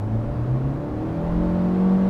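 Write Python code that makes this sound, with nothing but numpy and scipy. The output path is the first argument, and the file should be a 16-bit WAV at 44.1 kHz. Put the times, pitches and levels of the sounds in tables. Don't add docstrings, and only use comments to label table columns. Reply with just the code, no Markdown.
import sys
import numpy as np
from scipy import signal
from scipy.fft import rfft, irfft, next_fast_len
from scipy.io import wavfile
from scipy.ndimage import uniform_filter1d

SR = 44100
rng = np.random.default_rng(int(sys.argv[2]) if len(sys.argv) > 2 else 0)


def ratio_of_db(decibels):
    return 10 ** (np.asarray(decibels, float) / 20)


def unload_wav(signal):
    wavfile.write(
        sys.argv[1],
        SR,
        np.round(np.clip(np.atleast_2d(signal).T, -1, 1) * 32767).astype(np.int16),
    )


N = 92257


def evened(x):
    return x / np.sqrt(np.mean(x ** 2) + 1e-20)


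def along(points):
    return np.interp(np.arange(N) / SR, *np.transpose(points))


def read(points, hz):
    f, value = np.transpose(points)
    return np.interp(np.log(hz + 1), np.log(f + 1), value)


def slow_chance(rate_hz):
    length = next_fast_len(N)
    spectrum = rfft(rng.standard_normal(length))
    smoothing = 1 + (np.fft.rfftfreq(length, 1 / SR) / rate_hz) ** 4
    return evened(irfft(spectrum / smoothing, length)[:N])


def patchy_noise(gain, patchy_db, size):
    frames = 4 * N // size + 12
    hz = np.fft.rfftfreq(size, 1 / SR)
    real, imaginary, patches = rng.standard_normal((frames, len(hz), 3)).T
    patches = uniform_filter1d(patches, size=10, axis=0)
    patches = evened(uniform_filter1d(patches, size=6, axis=1))
    spectra = (real + 1j * imaginary) * gain(hz)[:, None] * ratio_of_db(patchy_db * patches)
    sound = signal.istft(spectra, nperseg=size, noverlap=3 * size // 4)[1]
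    return evened(sound[size:size + N])


# (t/s, firing rate f/Hz)
FIRING_RATE = [(0, 102.5), (.13, 109.4), (.4, 120.2), (.65, 134.8), (.91, 150.5), (1.04, 158.3),
               (1.17, 165.6), (1.3, 169.6), (1.43, 177.4), (1.56, 179.9), (1.69, 182), (1.82, 187),
               (2.09, 190.9)]


def firing_rate():
    return along(FIRING_RATE) * (1 + .0008 * slow_chance(rate_hz=3.3))


# (t/s, level/dB)
EFFORT = [
    (0, -5),
    (.3, -3.5),
    (.6, -3),
    (.85, -4),
    (1.1, -1),
    (1.4, 1),
    (1.7, 1),
    (2.09, 2),
]


def engine_effort():
    return along(EFFORT)


# (f/Hz, width/Hz, level/dB)
RESONANCES = [(228, 25, 5), (272, 18, 5), (310, 32, 9), (370, 25, 4), (468, 24, 6), (583, 18, 15),
              (685, 35, 6), (745, 35, 7), (890, 40, 5), (1110, 50, 7)]
# (f/Hz, width/Hz, depth 0-1)
DIPS = [(256, 10, .7), (293, 8, .5), (343, 14, .5), (418, 30, .6), (635, 30, .5)]


def cabin(hz):
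    power = ratio_of_db(-5) ** 2
    for f, width, db in RESONANCES:
        power = power + ratio_of_db(db) ** 2 / (1 + (2 * (hz - f) / width) ** 2)
    gain = np.sqrt(power)
    for f, width, depth in DIPS:
        gain = gain * (1 - depth / (1 + (2 * (hz - f) / width) ** 2))
    return gain


# (f/Hz, level/dB)
BOOM = [(103, -26), (110, -23), (138, -24), (145, -35), (157, -45), (162, -30), (174, -25), (189, -18)]


def firing_tone(hz, turns):
    null_hz, null_width_hz, null_depth = 117.3, 3.5, .95
    null = 1 - null_depth / (1 + (2 * (hz - null_hz) / null_width_hz) ** 2)
    level_db = read(BOOM, hz) + 1.1 * slow_chance(rate_hz=11)
    return ratio_of_db(level_db) * null * np.sin(2 * np.pi * turns)


# (f/Hz, level/dB)
DRONE = [(206, -43), (220, -30), (236, -43), (257, -50), (268, -32), (285, -37), (318, -30), (340, -44)]


def second_order_drone(hz, turns):
    top_hz, top_width_hz, top_db = 368, 12, -36
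    top = ratio_of_db(top_db) / (1 + (2 * (2 * hz - top_hz) / top_width_hz) ** 2)
    level = (ratio_of_db(read(DRONE, 2 * hz)) + top) * ratio_of_db(0.81 * slow_chance(rate_hz=30))
    return level * np.cos(4 * np.pi * turns + 1)


# (multiple of the firing rate, level/dB)
ORDERS = [(.5, -42), (.75, -46), (1.25, -39), (1.5, -46), (1.75, -41), (2.25, -47), (2.5, -44), (2.75, -50),
          (3, -49), (3.25, -50), (3.5, -50), (3.75, -55), (4, -52), (4.25, -57), (4.5, -55), (4.75, -54),
          (5, -54), (5.25, -56), (5.5, -59), (5.75, -60), (6, -55)]


def weak_orders(hz, turns, effort_db):
    orders = [*ORDERS]
    for multiple in np.arange(25, 49) / 4:
        orders.append((multiple, -61 - 2 * (multiple - 6) + 3 * rng.standard_normal()))
    waver_share, waver_hz = .2, 5
    out = np.zeros(N)
    for multiple, db in orders:
        waver = 1 + waver_share * (slow_chance(waver_hz) + 1j * slow_chance(waver_hz))
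        tone = waver * np.exp(2j * np.pi * (multiple * turns + rng.random()))
        out += ratio_of_db(db + .5 * effort_db) * cabin(multiple * hz) * tone.real
    return out


def engine(hz, turns, effort_db):
    tones = firing_tone(hz, turns) + second_order_drone(hz, turns) + weak_orders(hz, turns, effort_db)
    return np.sqrt(2) * tones


# (f/Hz, level/dB per Hz)
ROAD = [(15, -10.5), (32, 0.5), (60, 3.5), (95, -1.5), (118, 8.5), (150, -4.5), (300, -11.5), (700, -23.5)]
# (t/s, length/s, level/dB)
BUMPS = [
    (.29, .07, 5),
    (1.08, .05, -1),
    (1.353, .1, 9.5),
    (1.65, .04, -2.5),
]


def road():
    t = np.arange(N) / SR
    bump_db = sum(db * np.exp(-((t - s) / length) ** 2) for s, length, db in BUMPS)

    def spectrum(f):
        return ratio_of_db(read(ROAD, f) - 9.65 * np.log2(1 + f / 900))

    rumble = patchy_noise(spectrum, patchy_db=-2.0, size=4096)
    thump_hz = 70
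    deep = signal.sosfiltfilt(signal.butter(2, thump_hz, fs=SR, output="sos"), rumble)
    ring_hz, ring_s, ring_length_s, ring_db = 113.3, 1.11, 0.06, -29.5
    ring = ratio_of_db(ring_db) * np.exp(-((t - ring_s) / ring_length_s) ** 2) * np.sin(2 * np.pi * ring_hz * t)
    return ratio_of_db(-32) * (rumble + (ratio_of_db(bump_db) - 1) * deep) + np.sqrt(2) * ring


# (f/Hz, level/dB per Hz)
ROAR = [(150, -1.5), (350, -1), (700, -7.5), (1200, -13), (2500, -28.5), (4500, -38.5), (7500, -50.5),
        (15500, -59.5)]


def roar(turns, effort_db):
    def spectrum(f):
        return ratio_of_db(read(ROAR, f)) * cabin(f) ** 0.13 * f / (f + 120)

    body = patchy_noise(spectrum, patchy_db=-0.94, size=2048)
    bright_hz = 2510
    treble = signal.sosfiltfilt(signal.butter(1, bright_hz, "high", fs=SR, output="sos"), body)
    pulse = 1 + .2 * np.cos(2 * np.pi * turns)
    treble_gain = pulse * ratio_of_db(1.4 * effort_db)
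    return ratio_of_db(-35.5 + 0.43 * effort_db) * (body + (treble_gain - 1) * treble)


def hiss():
    return ratio_of_db(-76) * rng.standard_normal(N)


def scene():
    hz, effort_db = firing_rate(), engine_effort()
    turns = np.cumsum(hz) / SR
    return (engine(hz, turns, effort_db) + road() + roar(turns, effort_db) + hiss())[None]


def roll_off(x):
    return signal.sosfilt(signal.butter(12, 15730, fs=SR, output="sos"), x)


def record(dry):
    return roll_off(dry)


dry = scene()
out = record(dry)
unload_wav(out)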